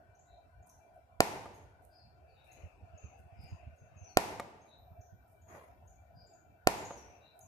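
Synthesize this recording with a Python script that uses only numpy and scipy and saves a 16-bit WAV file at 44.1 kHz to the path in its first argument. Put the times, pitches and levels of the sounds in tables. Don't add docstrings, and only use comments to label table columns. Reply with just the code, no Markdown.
import sys
import numpy as np
from scipy import signal
from scipy.fft import rfft, irfft
from scipy.io import wavfile
from scipy.ndimage import uniform_filter1d

SR = 44100
rng = np.random.default_rng(int(sys.argv[2]) if len(sys.argv) > 2 else 0)


def unload_wav(signal):
    wavfile.write(
        sys.argv[1],
        SR,
        np.round(np.clip(np.atleast_2d(signal).T, -1, 1) * 32767).astype(np.int16),
    )


N = 329427
TIME = np.arange(N) / SR
FREQ = np.arange(N + 1) * SR / (2 * N)

# frequency_hz, left_db, right_db
AIR_SPECTRUM = [(25.8, -60, -76.5), (54, -38, -39), (86.6, -38, -36.5), (200, -57, -57), (500, -64, -59),
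                (712.5, -44, -41.5), (920, -66, -67.5), (1220, -72.5, -68.5), (1466, -52.5, -64.5),
                (1745, -67, -71.5), (1870, -73, -77.5), (2960, -77.5, -81), (9300, -88, -87.5),
                (14000, -86.5, -84)]
# frequency_hz, width_hz, left_boost_db, right_boost_db
DRONE_RESONANCES = [(430, 70, 6, 2), (650, 39, 7, 2.5), (987, 120, 14, 2), (1310, 50, 0, 8),
                    (1650, 53, -7, 1), (1835, 34, 14, -4.5), (2020, 47, 7, -3.5), (2352, 89, 21.5, -5.5),
                    (2650, 34, 18, 9.5)]

# peak_s, level_db
RUBS = [(2.61, -61), (3.04, -62.5), (3.509, -61), (4.07, -63.5), (4.55, -73.5), (7.118, -65.5)]
# frequency_hz, level_db
RUB_SPECTRUM = [(170, -1.5), (350, 7), (650, 9.5), (1100, 1), (1900, -5), (2650, 10), (3300, -21),
                (6000, -17), (12000, -40.5)]
# frequency_hz, left_db, right_db
SCUFF_SPECTRUM = [(151, -55.5, -52), (353, -45.5, -40.5), (686, -39.5, -40.5), (1270, -47, -46.5),
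                  (2470, -50, -57), (3270, -67.5, -69), (7050, -68.5, -79), (11450, -90, -61.5),
                  (14500, -79, -73)]
RUB_RISE_DB_PER_S, RUB_FALL_DB_PER_S = 53, 49.5
SCUFF_START_S, SCUFF_ATTACK_S, SCUFF_HOLD_S, SCUFF_FALL_DB_PER_S = 5.465, 0.064, 0.045, 99

WHINE_HZ, WHINE_START_S, WHINE_DB, WHINE_EXTRA_DB, WHINE_SETTLE_S = 14002, 4.78, -93.5, 11.5, 0.5

# start_s, top_pitch_hz, level_db
BIRD_CHIPS = [(.145, 6550, -74), (.186, 7240, -69), (.62, 7030, -74.5), (.686, 6520, -65),
              (1.538, 6830, -69), (2.511, 6830, -64), (2.972, 6730, -62), (4.61, 6600, -70.5),
              (5.005, 6500, -68), (5.412, 7070, -73), (5.478, 6940, -64.5), (5.87, 6930, -66),
              (6.262, 7510, -70), (6.328, 7000, -68), (6.775, 7420, -55), (6.845, 6870, -52),
              (7.403, 6880, -60)]
CHIP_S, CHIP_ARCH_S, CHIP_DIP = 0.023, 0.01, 0.11
# start_s, start_pitch_hz, level_db
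BIRD_SLURS = [(1.94, 5400, -71.5), (1.97, 4730, -72.5), (2.27, 4900, -79.5), (3.01, 6800, -70),
              (3.46, 7250, -76.5), (3.76, 6900, -76), (3.955, 6880, -67), (4.015, 6480, -62.5),
              (4.07, 4730, -72), (6.885, 7000, -62.5), (6.95, 6350, -63.5), (7.06, 6540, -71.5)]
SLUR_S, SLUR_FALL, SLUR_SETTLE_S = 0.071, 0.12, 0.035
# start_s, pitch_hz, level_db
BIRD_PIPES = [(.25, 3900, -77.5), (1.89, 4850, -72), (2.33, 3800, -76), (2.46, 4100, -81.5),
              (3.36, 4950, -69.5), (4.655, 3900, -70.5), (6.135, 4850, -69.5), (7.19, 3880, -70.5)]
PIPE_S = 0.13

# start_s, level_db
FIRM_BUMPS = [(2.632, -40), (2.82, -44.5), (2.932, -47), (3.035, -41), (3.384, -43), (3.43, -43),
              (3.518, -36), (3.666, -38.5), (3.958, -48), (4.011, -44), (4.905, -48), (4.984, -45.5),
              (5.122, -48), (6.145, -50.5)]
FIDGETS_PER_S, FIDGET_FROM_S, FIDGET_TO_S, FIDGET_DB = 7, 2.6, 4.15, -52

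# start_s, level_db
SHARP_TICKS = [(.672, -28.5), (0.698, -25), (0.708, -34.5), (7.392, -20.5)]
# start_s, level_db
RUSTLES = [(0.659, -66), (.93, -78.5), (1.53, -64), (1.815, -71.5), (2.44, -68), (2.51, -68.5),
           (3.17, -73.5), (3.405, -66), (5.269, -72.5), (6.96, -66)]
RUSTLE_S, STRAY_RUSTLES_PER_S, STRAY_RUSTLE_DB = 0.072, 1.3, -77.5

# start_s, level_db, brightness_db_per_octave
BUTTON_RELEASES = [(1.458, -13, 0), (4.398, -2, 5.5), (6.908, -10.5, -4.5)]
# frequency_hz, level_db, t60_s
CASE_MODES = [(575, -35.5, 0.31), (706, -39, 0.077), (870, -26.5, 0.024), (1203, -29.5, 0.014),
              (1560, -42.5, 0.013), (1900, -39.5, 0.012), (2180, -51, 0.062)]
BOUNCE_S, BOUNCE_DB = 0.0042, -3.5

# frequency_hz, left_db, right_db
ROOM_SPECTRUM = [(39.8, -14, 12.5), (80, 7.5, 7), (224, 2, 3.5), (380, 10.5, 9), (545, 7.5, 8.5),
                 (895, 14, 15), (1210, 1, 3), (2380, 4, 0.7), (3140, -5, -5), (6410, -4, -9.5),
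                 (8800, -13.5, -8.5), (12000, -24.5, -6.5), (14500, -22.5, -24)]
# frequency_hz, t60_s
ROOM_DECAY = [(100, 1.2), (700, 1.037), (2500, 0.87), (6000, 0.76), (13000, 0.58)]

# start_s, level_db
DISCHARGES = [(1.2051, -0.5), (4.172, -0.93), (6.6726, -0.95)]
# frequency_hz, left_db, right_db
POP_SPECTRUM = [(49, 4.5, 3), (135, 9, 17), (502.5, 24, 26.5), (746, 23, 28), (960, 17.5, 18),
                (1650, 16.5, 17), (2560, 20.5, 18.5), (3380, 9, 3.5), (4770, 13, 0.5), (6400, 10.5, -15.5),
                (8250, 10, -8), (9500, -4, 4), (12200, -8.5, 2.5), (14200, -12, -8)]
# frequency_hz, level_db, t60_s
REFLECTOR_MODES = [(764, -13.5, 0.019), (1010, -43.5, 0.29), (1090, -26.5, 0.028), (1386, -22, 0.025),
                   (1810, -32, 0.055), (2655, -25.5, 0.0082), (4283, -29, .016), (5120, -30.5, 0.01),
                   (6720, -27, 0.0091), (7900, -28.5, .012)]
# delay_ms, level_db
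SURFACE_ECHOES = [(2.75, -13), (6.6, -34), (12.0, -30.5), (16.0, -20.5), (17.4, -31), (32.0, -32.5)]
HEAT_DB, HEAT_S, TRAVEL_S = -16, 0.0013, 0.002

PORT_LAG_MS, PORT_SPAN_MS = 0.15, 0.4
TOP_HZ = 14700


def undb(db):
    return 10 ** (np.asarray(db) / 20)


def unit(x):
    return x / np.sqrt(np.mean(x ** 2))


def colour(rows):
    hz, *columns = np.transpose(rows)
    return undb([np.interp(np.log(FREQ + 1), np.log(hz), column) for column in columns])


def shape(x, response):
    return irfft(rfft(x, 2 * N) * response)[..., :N]


def causal(gain):
    cepstrum = irfft(np.log(gain))[..., :N] * np.where(TIME > 0, 2, 1)
    return np.exp(rfft(cepstrum, 2 * N))


def delay(ms):
    return np.exp(-2j * np.pi * FREQ * ms / 10 ** 3)


def fade(t, t60):
    return np.exp(-np.log(1000) * t / t60)


def add(out, s, x):
    i = int(s * SR)
    out[..., i:i + x.shape[-1]] += x[..., :N - i]


def diffuse():
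    likeness = np.sinc(2 * FREQ * PORT_SPAN_MS / 10 ** 3)
    mid_side_gains = np.sqrt([(1 + likeness) / 2, (1 - likeness) / 2])
    mid, side = shape(rng.standard_normal((2, N)), mid_side_gains)
    return np.array([mid + side, mid - side])


def ring(modes, tilt_db=0):
    t = TIME[:SR // 4]
    total = 0
    for hz, db, t60 in modes:
        gain = undb(db + tilt_db * np.log2(hz / 10 ** 3))
        total = total + gain * np.sin(2 * np.pi * hz * t) * fade(t, t60)
    return total


def notes(rows, pitch, warble):
    out, swell = np.zeros(N), 2 * np.hanning(len(pitch))
    smoothed = uniform_filter1d(rng.standard_normal(N), size=100)
    wander = unit(uniform_filter1d(smoothed, size=100))
    for s, hz, db in rows:
        track_hz = hz * pitch * (1 + warble * wander[int(s * SR):][:len(pitch)])
        phase = 2 * np.pi * np.cumsum(track_hz) / SR
        add(out, s, undb(db) * swell * np.sin(phase))
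    return out


def reverb(build_s=0.0042, hold_s=0.15, hold_width_s=0.033, hold_db=1.0, hold_top_hz=6000):
    hz, t, cells = signal.stft(diffuse()[:, :2 * SR], SR, nperseg=512)
    band_hz, band_t60 = np.transpose(ROOM_DECAY)
    t60 = np.interp(np.log(hz + 1), np.log(band_hz), band_t60)
    decay = fade(t, t60[:, None])
    bulge = np.exp(-((t - hold_s) / hold_width_s) ** 2)
    hold = undb(hold_db * bulge / (1 + (hz[:, None] / hold_top_hz) ** 2))
    tail = signal.istft(cells * decay * hold)[1]
    tail = tail * (1 - np.exp(-(TIME[:tail.shape[1]] / build_s) ** 2))
    return rfft(tail / np.sqrt(np.sum(tail ** 2) / 2), 2 * N)


def drone(air_db=-1, apart_db=-5):
    boost_db = 0
    for hz, width_hz, left_db, right_db in DRONE_RESONANCES:
        peak = 1 / (1 + (2 * (FREQ - hz) / width_hz) ** 2)
        boost_db = boost_db + np.array([[left_db], [right_db]]) * peak
    noise = diffuse() + undb(apart_db) * rng.standard_normal((2, N))
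    return shape(noise, colour(AIR_SPECTRUM) * undb(air_db + boost_db))


def rubbing(scuff_db=2.0, grain_db=1.5, rasp_left_db=3, rasp_right_db=-7):
    grain = unit(uniform_filter1d(rng.standard_normal(N), size=250))
    rub_levels = []
    for s, db in RUBS:
        drop_db = np.maximum(RUB_RISE_DB_PER_S * (s - TIME), RUB_FALL_DB_PER_S * (TIME - s))
        rub_levels.append(undb(db - drop_db))
    rubs = np.max(rub_levels, axis=0)
    rasp = unit(shape(diffuse(), colour(RUB_SPECTRUM))) * rubs * undb([[rasp_left_db], [rasp_right_db]])

    age = TIME - SCUFF_START_S
    fall_age = np.maximum(age - SCUFF_ATTACK_S - SCUFF_HOLD_S, 0)
    slide = np.clip(age / SCUFF_ATTACK_S, 0, 1) * undb(-SCUFF_FALL_DB_PER_S * fall_age)
    grainy = diffuse() * slide * undb(scuff_db + grain_db * grain)
    return rasp + shape(grainy, colour(SCUFF_SPECTRUM))


def flicker(x, depth_db):
    cells = signal.stft(x, SR, nperseg=1024)[2]
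    field = rng.standard_normal(cells.shape[1:])
    for axis in (0, 1, 0, 1):
        field = uniform_filter1d(field, size=3 + 2 * axis, axis=axis)
    gain = unit(undb(depth_db * unit(field)))
    return signal.istft(cells * gain)[1][:, :N]


def whine():
    age = np.maximum(TIME - WHINE_START_S, 0)
    level_db = WHINE_DB + WHINE_EXTRA_DB * np.exp(-age / WHINE_SETTLE_S)
    return undb(level_db) * (age > 0) * unit(np.sin(2 * np.pi * WHINE_HZ * TIME))


def birds(direct_db=-4, swell_s=0.021, t60=0.38, left_db=3, right_db=-3):
    arches = 1 - CHIP_DIP * (1 - np.abs(np.sin(np.pi * TIME[TIME < CHIP_S] / CHIP_ARCH_S)))
    fall = 1 - SLUR_FALL * (1 - np.exp(-TIME[TIME < SLUR_S] / SLUR_SETTLE_S))
    level = np.ones(int(PIPE_S * SR))
    song = notes(BIRD_CHIPS, arches, warble=0.017)
    song = song + notes(BIRD_SLURS, fall, warble=0.018)
    song = song + notes(BIRD_PIPES, level, warble=0.03)
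    paths = rng.standard_normal((2, N)) * fade(TIME, t60) * (1 - np.exp(-TIME / swell_s))
    arrival = undb(direct_db) + rfft(paths / np.linalg.norm(paths[0]), 2 * N)
    return shape(song, arrival) * undb([[left_db], [right_db]])


def bumps(pitch_hz=85, spread=0.08, right_db=1, left_db=-3, lag_ms=1.7, rub_db=-7, rub_hz=160,
          rise_s=0.01):
    out, t = np.zeros((2, N)), TIME[:SR // 4]
    rise = t / rise_s
    envelope = rise * np.exp(1 - rise)
    low_noise = shape(rng.standard_normal((2, N)), 1 / (1 + (FREQ / rub_hz) ** 4))
    rub = undb(rub_db) * unit(low_noise)
    weak_count = int(FIDGETS_PER_S * (FIDGET_TO_S - FIDGET_FROM_S))
    weak = [(s, FIDGET_DB) for s in rng.uniform(FIDGET_FROM_S, FIDGET_TO_S, weak_count)]
    for s, db in FIRM_BUMPS + weak:
        thud_hz = pitch_hz * np.exp(spread * rng.standard_normal())
        thud = np.sin(2 * np.pi * thud_hz * t)
        add(out, s, undb(db) * envelope * (thud + rub[:, int(s * SR):][:, :len(t)]))
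    return shape(out, np.array([undb(left_db) * delay(0), undb(right_db) * delay(lag_ms)]))


def ticks(room, tick_db=-19, t60=0.0096, rustle_db=0, grain_db=5.5, low_hz=8500, top_hz=13500,
          room_db=-3, left_db=-10, right_db=1):
    out, t = np.zeros((2, N)), TIME[:SR // 20]
    for s, db in SHARP_TICKS:
        add(out, s, undb(db + tick_db) * rng.standard_normal((2, len(t))) * fade(t, t60))
    grain = unit(uniform_filter1d(rng.standard_normal(N), size=120))
    grains = undb(grain_db * grain) * rng.standard_normal((2, N))
    stray_times = rng.uniform(0, TIME[-1], int(STRAY_RUSTLES_PER_S * N / SR))
    strays = [(s, STRAY_RUSTLE_DB) for s in stray_times]
    swells, progress = np.zeros(N), np.linspace(0, 1, int(RUSTLE_S * SR))
    for s, db in RUSTLES + strays:
        add(swells, s, undb(db + rustle_db) * np.sin(np.pi * progress ** 0.6))
    band = 1 / (1 + (low_hz / (FREQ + 1)) ** 4) / (1 + (FREQ / top_hz) ** 10)
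    heard = shape(out + swells * grains, (1 + undb(room_db) * room) * band)
    return heard * undb([[left_db], [right_db]])


def button(room, snap_db=-39, snap_t60=0.0069, snap_hz=3500, room_db=-13):
    out, t = np.zeros(N), TIME[:SR // 4]
    for s, db, tilt_db in BUTTON_RELEASES:
        for after_s, knock_db in ((0, 0), (BOUNCE_S, BOUNCE_DB)):
            snap = undb(snap_db + 2 * tilt_db) * rng.standard_normal(len(t)) * fade(t, snap_t60)
            add(out, s + after_s, undb(db + knock_db) * (ring(CASE_MODES, tilt_db) + snap))
    return shape(out, (1 + undb(room_db) * room) / (1 + 1j * FREQ / snap_hz))


def flashes(room, pop_db=-2, ring_db=-3, room_db=0, crack_db=1, crack_t60=0.013, crack_hz=9000,
            echo_hz=2500, heat_left_db=-14):
    sparks, heat = np.zeros(N), np.zeros(N)
    age = TIME[:SR // 20] / HEAT_S
    heat_pulse = age * (1 - age / 2) * np.exp(1 - age)
    for s, db in DISCHARGES:
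        add(sparks, s, -undb([db]))
        add(heat, s - TRAVEL_S, -undb(db + HEAT_DB) * heat_pulse)

    bounces = rng.standard_normal(SR // 20) * fade(TIME[:SR // 20], crack_t60)
    treble = 1j * FREQ / (crack_hz + 1j * FREQ)
    crack = undb(crack_db) * rfft(bounces / np.linalg.norm(bounces), 2 * N) * treble
    pop = undb(pop_db) * causal(colour(POP_SPECTRUM)) * (1 + crack)
    direct = pop + undb(ring_db) * rfft(ring(REFLECTOR_MODES), 2 * N)
    direct = direct * np.array([delay(0), delay(PORT_LAG_MS)])

    echoes = sum(undb(db) * delay(ms) for ms, db in SURFACE_ECHOES)
    surfaces = 1 + echoes / (1 + 1j * FREQ / echo_hz)
    tail = undb(room_db) * causal(colour(ROOM_SPECTRUM)) * room
    return shape(sparks, direct * surfaces + tail) + heat * undb([[heat_left_db], [0]])


def scene():
    room = reverb()
    background = flicker(drone() + rubbing(), depth_db=3.8)
    handling = bumps() + ticks(room) + button(room)
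    return background + whine() + birds() + handling + flashes(room)


def record(dry, ceiling=1.0, low_hz=48):
    saturated = ceiling * np.tanh(dry / ceiling)
    rounded = shape(saturated, 1 / (1 + (low_hz / (FREQ + 1)) ** 4))
    lowpass = signal.ellip(8, 0.2, 70, TOP_HZ, fs=SR, output="sos")
    return signal.sosfilt(lowpass, rounded)


dry = scene()
out = record(dry)
unload_wav(out)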